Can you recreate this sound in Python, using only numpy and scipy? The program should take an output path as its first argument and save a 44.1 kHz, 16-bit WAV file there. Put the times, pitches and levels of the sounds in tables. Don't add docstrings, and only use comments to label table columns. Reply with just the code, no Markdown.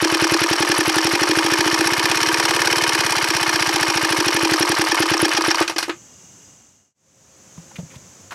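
import sys
import numpy as np
from scipy import signal
from scipy.fft import rfft, irfft
from scipy.io import wavfile

SR = 44100
rng = np.random.default_rng(int(sys.argv[2]) if len(sys.argv) > 2 else 0)


def master(y):
    cut = np.clip(np.atleast_2d(y).T, -1, 1)
    pcm = np.round(cut * 32767)
    wavfile.write(sys.argv[1], SR, pcm.astype(np.int16))


N = 367794


# (t/s, four-stroke cycles per second)
CRANK_SPEED = [(0.0, 9.981), (0.5, 10.532), (1.0, 11.554), (1.5, 13.683), (2.0, 16.597), (2.4, 18.177),
               (2.8, 18.291), (3.2, 16.566), (3.6, 15.14), (4.0, 13.453), (4.4, 11.865), (4.75, 10.555),
               (4.95, 9.133), (5.1, 8.842), (5.25, 8.913), (5.4, 7.184), (5.55, 7.547), (5.66, 8.82)]
MID_SPEED = 14
START_CYCLE = -.2546
STOP_S, RATTLE_STOP_S = 5.62, 5.675

# (place in cycle/0-1, level/dB)
PIPE_STIRS = [(0.517, -20), (0.701, -23.5)]
OPENING, CLOSING = -0.017, .285
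# (f/Hz, level/dB, time to fall 60 dB/s)
PIPE_MODES = [(326.8, -7.5, 0.085), (348.4, -2.5, 0.17), (389.4, -1.5, 0.053), (454, -18, 0.067),
              (531, -13, 0.075)]
PIPE_DB = -5.5
PIPE_BLOOM_DB, PIPE_BLOOM_WIDTH_HZ = 3, 58
OPENING_DB, CLOSING_DB, CLOSING_DB_PER_SPEED = -10, -11.5, -0.1
GOVERNOR_SPEED, GOVERNOR_LAG_S = 12.65, 0.27
OPENING_THROTTLED_DB_PER_SPEED = -3.5
CLOSING_THROTTLED_DB_PER_SPEED, STIR_THROTTLED_DB_PER_SPEED = -1, -1
THUMP_HZ, THUMP_MS = 134.2, 3.67
THUMP_DB, THUMP_DB_PER_SPEED = -24, -0.66
# (t/s, change of thump and squeak/dB, of opening pulse/dB, of closing pulse/dB)
UNEVEN_FIRINGS = [(4.895, -11, -11, 2.5), (5.004, -0.5, 3, -1.5), (5.229, 0, 4.5, -1),
                  (5.347, -12, -11.5, 1), (5.483, -5.5, 3, -5), (5.613, -10, -6.5, -6)]

WHISTLE_PLACE, WHISTLE_DB, WHISTLE_DB_PER_SPEED = .93, -27.5, -1.4
WHISTLE_HZ, WHISTLE_WIDTH_HZ = 10590, 1400
WHISTLE_SPREAD_DB, WHISTLE_MS = 2.5, 1.7

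# (place in cycle, level/dB)
PISTON_THUDS = [(0.283, 10.5), (0.539, 4.5), (.797, 4), (1.052, -1.5)]
STROKE_DB_PER_SPEED = 2.5
# (low f/Hz, high f/Hz)
STROKE_BAND_HZ = [259, 620]

# (place in cycle/0-1, decay/ms, level change per speed/dB,
# level into board/dB, into casing/dB, into fins/dB, into air jet/dB)
CONTACTS = [(.0, 7.9, -0.78, -7.5, -2, -2.5, -18), (.145, 8.7, -0.66, -1.5, -5.5, 1, -13.5),
            (.185, 1.8, 0.57, 9, 4.5, -1, 2.5), (.22, 3.24, -0.035, -9.5, 0.5, 2.5, 7),
            (.30, 0.2, 0.039, 8.5, 2, -14.5, -13), (.455, 5.2, -0.93, 1.5, -4, -7.5, -3.5),
            (.54, 2.63, -1.5, -14, -25.5, 0, -8), (.665, 3.24, -0.65, 0, -6.5, -21.5, -6),
            (.73, 6.3, 0.21, 0, -2.5, 2.5, -2), (.81, 10, -0.89, -3, -2, -16, -14.5),
            (.9, 3.34, 0.073, -8, -4, 3.5, 6)]
REPEAT_SHARE = [1, 0.4, 0.053, 0.22]
# one column per body, in the same order [level/dB]
RATTLE_DB = [-11.5, -9, -12.5, -21]
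LULL_PLACES = [0.41, 0.57]
LULL_DB = -4.5
BODY_EDGES_HZ = [500, 1400, 3500, 6700, 12300]
BODY_BROAD_DB = [1, 1.5, -20, -2.5]
# (f/Hz, width/Hz, level/dB)
BODY_MODES = [(899, 122, -5), (1265, 62, 4), (1616, 318, -1), (2170, 64, 4), (2467, 95, -4),
              (3124, 48, -2.5), (4250, 300, -2), (4770, 140, 2.5), (5540, 470, 0.5), (7750, 350, -7.5),
              (8700, 300, -17.5)]
# (t/s, overall level/dB,
# board level/dB, casing level/dB, fins level/dB, air jet level/dB, pipe pulse level/dB)
CLANKS = [(5.609, -12.5, 16.5, -22, -19, -21, -5.5), (5.623, -9, -8, 7, -1, 3, -29),
          (5.677, -2.5, -8, 0.5, 2.5, -5, -29), (5.695, -2, 1.5, -2.5, -8, -6, -21),
          (5.761, -5, -2, -0.5, -2, -12, -18), (5.782, 2, -3, -2.5, 3, 0.5, -40),
          (5.826, -4, -6, 3.5, 0, -1, -24.5), (5.88, -13, 3, -9, -10, -4, -20),
          (5.894, -9, 5, 7.5, -12, -19, -13.5)]
CLATTER_DB, CLATTER_DB_PER_SPEED = -19, 0.02
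COAST_FROM_S, COAST_DB_PER_S = 5.61, -240

# (place in cycle/0-1, level/dB, level change per speed/dB, name of part struck)
KNOCKS = [(.195, 3, -0.1, "head"), (.225, 4.5, -0.56, "head"), (.31, -2, 1.18, "cover"),
          (0.461, -1.5, -0.3, "cover"), (.67, -5.5, 1.05, "valve"), (.715, -2.5, 0.45, "valve"),
          (.76, -2.5, -1, "valve")]
PART_MODES = {"head": [(812, -3, 0.034), (1750, -0.5, 0.033), (2432, -9.5, 0.06), (3278, -5, 0.019),
              (4866, -25.5, 0.024), (5517, 2, 0.012)], "cover": [(956.5, 0.5, 0.048), (1161, -11, 0.074),
              (2196, -7, 0.022), (3107, -14, 0.067)], "valve": [(1120, -11.5, 0.22), (1387, -7.5, 0.074),
              (1592, -2, 0.037), (1800, -1.5, 0.041), (2170, 0, 0.03), (2404, -9, 0.027),
              (3000, -5, 0.043)]}

# (f/Hz, level per Hz/dB)
AIR_SPECTRUM = [(24, -45), (40, -13), (90, -2), (190, -2), (422, -10), (2570, -18.5), (2840, -18),
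                (4130, -21.5), (6820, -9.5), (8990, -25), (16000, -34)]
# (f/Hz, level per Hz/dB)
CHORUS_SPECTRUM = [(4600, -55.5), (5300, -17.5), (6100, 0.5), (7200, -5.5), (8200, -10), (8450, -34),
                   (9000, -41)]
AIR_OVER_CHORUS_DB = [0, 4.5]
BACKGROUND_DB = [-49.5, -52]
QUIETEST_S, FADE_OUT_S, FADE_IN_S = 6.94, .52, .66
HUM_HZ, HUM_DB, HUM_FROM_S = 535, -9, 6.95

# (t into phrase/s, f/Hz, level/dB)
PHRASE = [(.005, 2850, -9), (.035, 2850, -8), (.02, 3200, -12)]
PHRASE_S, PHRASE_END_S = .05, 6.93
# (t/s, level/dB)
TRILLS = [(6.1, -5), (6.42, -5)]
TRILL_SHAPE_DB = [-9, 0, -1, -7]
TRILL_HZ, TRILL_STEP_S = 5000, .04

# (t/s, level/dB, f/Hz, time to fall 60 dB/s)
BUMPS = [(7.579, -27.5, 169, 0.11), (7.786, -20.5, 171.5, 0.13), (7.83, -25, 153, 0.074),
         (7.961, -26.5, 128, 0.041)]
# (t/s, level/dB, centre f/Hz, length/ms)
SCUFFS = [(7.574, -31, 872, 3.2), (7.712, -30, 937, 3.1), (7.756, -28, 2260, 5.6), (7.782, -21, 507, 7),
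          (7.9, -39.5, 2170, 13), (7.932, -36, 1000, 8.4), (7.944, -33, 560, 8.4),
          (7.954, -34.5, 2590, 3.8), (8.307, -21.5, 1270, 5.6), (8.317, -21.5, 886, 6.4),
          (8.319, -31, 1310, 8.2)]

WIDTH_DB = -26
# (low f/Hz, high f/Hz)
WIDTH_BAND_HZ = [2000, 11000]
CUTOFF_HZ = 16400


def from_db(db):
    return 10 ** (np.asarray(db) / 20)


def rms_one(x):
    return x / np.sqrt(np.mean(x ** 2) + 1e-20)


def clicks(times, gains):
    out = np.zeros(N)
    at = np.clip(np.round(np.asarray(times) * SR).astype(int), 0, N - 1)
    np.add.at(out, at, gains)
    return out + 1e-18


def ring(x, hz, t60):
    r, w = from_db(-60 / (t60 * SR)), 2 * np.pi * hz / SR
    return signal.lfilter([0, np.sin(w)], [1, -2 * r * np.cos(w), r * r], x)


def resonance(x, hz, width_hz):
    r = np.exp(-np.pi * width_hz / SR)
    top = np.array([1, 0, -1]) * (1 - r * r) / 2
    return signal.lfilter(top, [1, -2 * r * np.cos(2 * np.pi * hz / SR), r * r], x)


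def band(x, low_hz, high_hz):
    return signal.sosfilt(signal.butter(2, [low_hz, high_hz], "band", fs=SR, output="sos"), x)


def swell(x, ms):
    r = np.exp(-1000 / (ms * SR))
    return signal.lfilter([np.e * (1 - r)], [1, -2 * r, r * r], x)


def grit(spiky_db):
    grain_db = spiky_db * np.minimum(rng.exponential(1, N), 4)
    return rms_one(rng.standard_normal(N) * from_db(grain_db))


def coloured(spectrum):
    hz = np.fft.rfftfreq(N, 1 / SR) + 1
    points_hz, points_db = np.transpose(spectrum)
    colour_db = np.interp(np.log(hz), np.log(points_hz), points_db)
    return rms_one(irfft(rfft(grit(0.86)) * from_db(colour_db), N))


def bursts(times, hz, ms):
    reach = np.arange(-600, 600)
    span = np.clip((np.asarray(times) * SR).astype(int)[:, None] + reach, 0, N - 1)
    bell = np.exp(-.5 * (reach / (ms * SR / 1000)) ** 2)
    return span, bell * np.sin(2 * np.pi * hz * reach / SR)


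def speed_above_mid(lag_s=0):
    s, speed = np.transpose(CRANK_SPEED)
    return np.interp(np.arange(N) / SR - lag_s, s, speed) - MID_SPEED


def crank_position():
    return START_CYCLE + np.cumsum(speed_above_mid() + MID_SPEED) / SR


def moments(place):
    wanted = np.arange(-1, 80) + place
    times = np.interp(wanted, crank_position(), np.arange(N) / SR, left=-1)
    times = times[(times >= 0) & (times < STOP_S)]
    return times, (times * SR).astype(int)


def firing_change(times, order):
    change = np.zeros(len(times))
    for s, *change_db in UNEVEN_FIRINGS:
        change[np.argmin(abs(times - s))] = change_db[order]
    return change


def crickets():
    starts = np.arange(0, PHRASE_END_S, PHRASE_S)
    notes = [(start + s, hz, db) for start in starts for s, hz, db in PHRASE]
    for s, level_db in TRILLS:
        for k, step_db in enumerate(TRILL_SHAPE_DB):
            notes.append((s + k * TRILL_STEP_S, TRILL_HZ, level_db + step_db))
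    out = np.zeros(N)
    for (s, hz, level_db), chance in zip(notes, rng.standard_normal(len(notes))):
        span, note = bursts([s], hz, 4.5)
        out[span[0]] += from_db(level_db + 2.2 * chance) * note
    return out


def background():
    t = np.arange(N) / SR
    air_gain = from_db(np.where(t < QUIETEST_S, *AIR_OVER_CHORUS_DB))
    out = coloured(CHORUS_SPECTRUM) + air_gain * coloured(AIR_SPECTRUM) + crickets()
    hum = rms_one(resonance(rng.standard_normal(N), HUM_HZ, 9))
    return out + from_db(HUM_DB) * (np.arange(N) > HUM_FROM_S * SR) * hum


def fade():
    t = np.arange(N) / SR - QUIETEST_S
    ramp = np.clip(np.where(t < 0, -t / FADE_OUT_S, t / FADE_IN_S), .01, 1)
    return ramp * from_db(np.where(t < 0, *BACKGROUND_DB))


def hand():
    out = np.zeros(N)
    for s, level_db, hz, t60 in BUMPS:
        soft_click = band(clicks([s], from_db(level_db)), 40, 980)
        out += ring(soft_click, hz, t60)
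    rub = grit(2.2)
    for s, level_db, hz, ms in SCUFFS:
        puff = swell(clicks([s], from_db(level_db + 2)), ms) * rub
        out += resonance(puff, hz, 0.46 * hz)
    return out


def knocks(clatter_db):
    out, speed = np.zeros(N), speed_above_mid()
    for part, modes in PART_MODES.items():
        times, levels_db = [], []
        for place, level_db, slope, struck in KNOCKS:
            if struck == part:
                exact, at = moments(place)
                times.append(exact + rng.normal(0, .0002, len(exact)))
                levels_db.append(clatter_db[at] + level_db + slope * speed[at])
        times, levels_db = np.concatenate(times), np.concatenate(levels_db)
        for n, (hz, mode_db, t60) in enumerate(modes):
            spread_db = rng.normal(0, 1.5, len(times))
            gains = (-1) ** n * from_db(levels_db + mode_db + spread_db)
            out += ring(clicks(times, gains), hz, t60)
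    return band(out, 540, 9000)


def rattle_and_contacts(clatter_db, fresh):
    running = (np.arange(N) < RATTLE_STOP_S * SR) * from_db(clatter_db)
    speed = speed_above_mid()
    place_now = crank_position() % 1
    lull_start, lull_end = LULL_PLACES
    settled = np.clip((place_now - lull_start) / (lull_end - lull_start), 0, 1) * (place_now < lull_end)
    rattle_db = np.array(RATTLE_DB)[:, None] - 0.29 * speed + LULL_DB * settled
    force = from_db(rattle_db) * running * fresh
    same, length = np.array(REPEAT_SHARE)[:, None], int(.03 * SR)
    for n, (place, ms, slope, *body_db) in enumerate(CONTACTS):
        times, at = moments(place)
        age = np.arange(length) / (ms * SR / 1000)
        shape = 1.587 * (1 - np.exp(-6.0 * age)) * np.exp(-age)
        habit = fresh[:, N - (n + 1) * length:N - n * length]
        for i, chance in zip(at, rng.standard_normal((len(at), 6))):
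            i = max(i + int(.0003 * SR * chance[5]), 0)
            level_db = np.array(body_db) + slope * speed[i] + chance[4] + 1.3 * chance[:4]
            grains = np.sqrt(same) * habit + np.sqrt(1 - same) * fresh[:, i:i + length]
            force[:, i:i + length] += (running[i] * from_db(level_db))[:, None] * shape * grains
    return force


def clatter(clatter_db):
    fresh = np.array([grit(3.36) for k in range(4)])
    force = rattle_and_contacts(clatter_db, fresh)
    clanks = np.array(CLANKS)
    out = np.zeros(N)
    for k, (low, high) in enumerate(zip(BODY_EDGES_HZ, BODY_EDGES_HZ[1:])):
        blows = clicks(clanks[:, 0], from_db(clanks[:, 1] - 13.5 + clanks[:, 2 + k]))
        blows = swell(blows, 2.45) + from_db(-12.5) * swell(blows, 13.1)
        shaken = force[k] + blows * fresh[k]
        body = from_db(BODY_BROAD_DB[k]) * band(shaken, low, high)
        for n, (hz, width_hz, level_db) in enumerate(BODY_MODES):
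            if low <= hz < high:
                body += (-1) ** n * from_db(level_db + 6) * resonance(shaken, hz, width_hz)
        out += body * np.sqrt(SR / 2 / (high - low)) * from_db(-10.5)
    return band(out, 370, 12500)


def whistle():
    times, at = moments(WHISTLE_PLACE)
    chance = rng.standard_normal((len(at), 2))
    level_db = WHISTLE_DB + WHISTLE_DB_PER_SPEED * speed_above_mid()[at]
    level_db = level_db + firing_change(times, order=0) + WHISTLE_SPREAD_DB * chance[:, 0]
    narrow = resonance(rng.standard_normal(N), WHISTLE_HZ, WHISTLE_WIDTH_HZ)
    narrow = resonance(narrow, WHISTLE_HZ, WHISTLE_WIDTH_HZ)
    puffs = swell(clicks(times + 0.0045 * chance[:, 1], from_db(level_db)), WHISTLE_MS)
    return puffs * rms_one(narrow)


def strokes():
    out, speed = np.zeros(N), speed_above_mid()
    for place, level_db in PISTON_THUDS:
        times, at = moments(place)
        thud_db = level_db + STROKE_DB_PER_SPEED * speed[at] + rng.normal(0, 1.1, len(at))
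        out += clicks(times, from_db(thud_db))
    return band(band(out, *STROKE_BAND_HZ), *STROKE_BAND_HZ)


def exhaust_thump():
    times, at = moments(0)
    span, puff = bursts(times, THUMP_HZ, THUMP_MS)
    level_db = THUMP_DB + THUMP_DB_PER_SPEED * speed_above_mid()[at]
    level_db = level_db + firing_change(times, order=0) + rng.normal(0, 1.1, len(at))
    thump = np.zeros(N)
    thump[span] += from_db(level_db)[:, None] * puff
    return thump


def pipe_pulses():
    speed = speed_above_mid()
    excess = np.maximum(speed_above_mid(GOVERNOR_LAG_S) + MID_SPEED - GOVERNOR_SPEED, 0)
    times, at = moments(OPENING)
    opening_db = OPENING_DB + OPENING_THROTTLED_DB_PER_SPEED * excess[at]
    opening_db = opening_db + firing_change(times, order=1) + rng.normal(0, 1.2, len(at))
    pulses = clicks(times, from_db(opening_db))
    times, at = moments(CLOSING)
    closing_db = CLOSING_DB + CLOSING_DB_PER_SPEED * speed[at]
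    closing_db = closing_db + CLOSING_THROTTLED_DB_PER_SPEED * excess[at]
    cycle_starts = times - CLOSING / (speed[at] + MID_SPEED)
    closing_db = closing_db + firing_change(cycle_starts, order=2) + rng.normal(0, 2.1, len(at))
    pulses -= clicks(times, from_db(closing_db))
    for place, level_db in PIPE_STIRS:
        times, at = moments(place)
        stir_db = level_db + STIR_THROTTLED_DB_PER_SPEED * excess[at] + rng.normal(0, 2.2, len(at))
        pulses += clicks(times, from_db(stir_db))
    pulses += clicks([c[0] for c in CLANKS], from_db([c[6] for c in CLANKS]))
    return band(pulses, 368, 1600)


def exhaust():
    pulses = pipe_pulses()
    pipe = sum(from_db(level_db + PIPE_DB) * ring(pulses, hz, t60) for hz, level_db, t60 in PIPE_MODES)
    hz, _, t60 = PIPE_MODES[0]
    bloom = resonance(ring(pulses, hz, t60), hz, PIPE_BLOOM_WIDTH_HZ)
    return exhaust_thump() + pipe + from_db(PIPE_BLOOM_DB) * bloom


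def scene():
    coasting_s = np.maximum(np.arange(N) / SR - COAST_FROM_S, 0)
    clatter_db = CLATTER_DB + CLATTER_DB_PER_SPEED * speed_above_mid() + COAST_DB_PER_S * coasting_s
    mid = fade() * background() + hand()
    mid += knocks(clatter_db) + clatter(clatter_db) + whistle() + strokes() + exhaust()
    flutter = rms_one(band(rng.standard_normal(N), 60, 210))
    side = from_db(WIDTH_DB) * band(band(flutter * mid, *WIDTH_BAND_HZ), *WIDTH_BAND_HZ)
    return np.array([mid + side, mid - side])


def record(dry):
    thin = signal.sosfilt(signal.butter(4, 62, "high", fs=SR, output="sos"), dry)
    rounded = 1.215 * np.tanh(thin / 1.251)
    return signal.sosfilt(signal.cheby2(20, 70, CUTOFF_HZ, fs=SR, output="sos"), rounded)


dry = scene()
out = record(dry)
master(out)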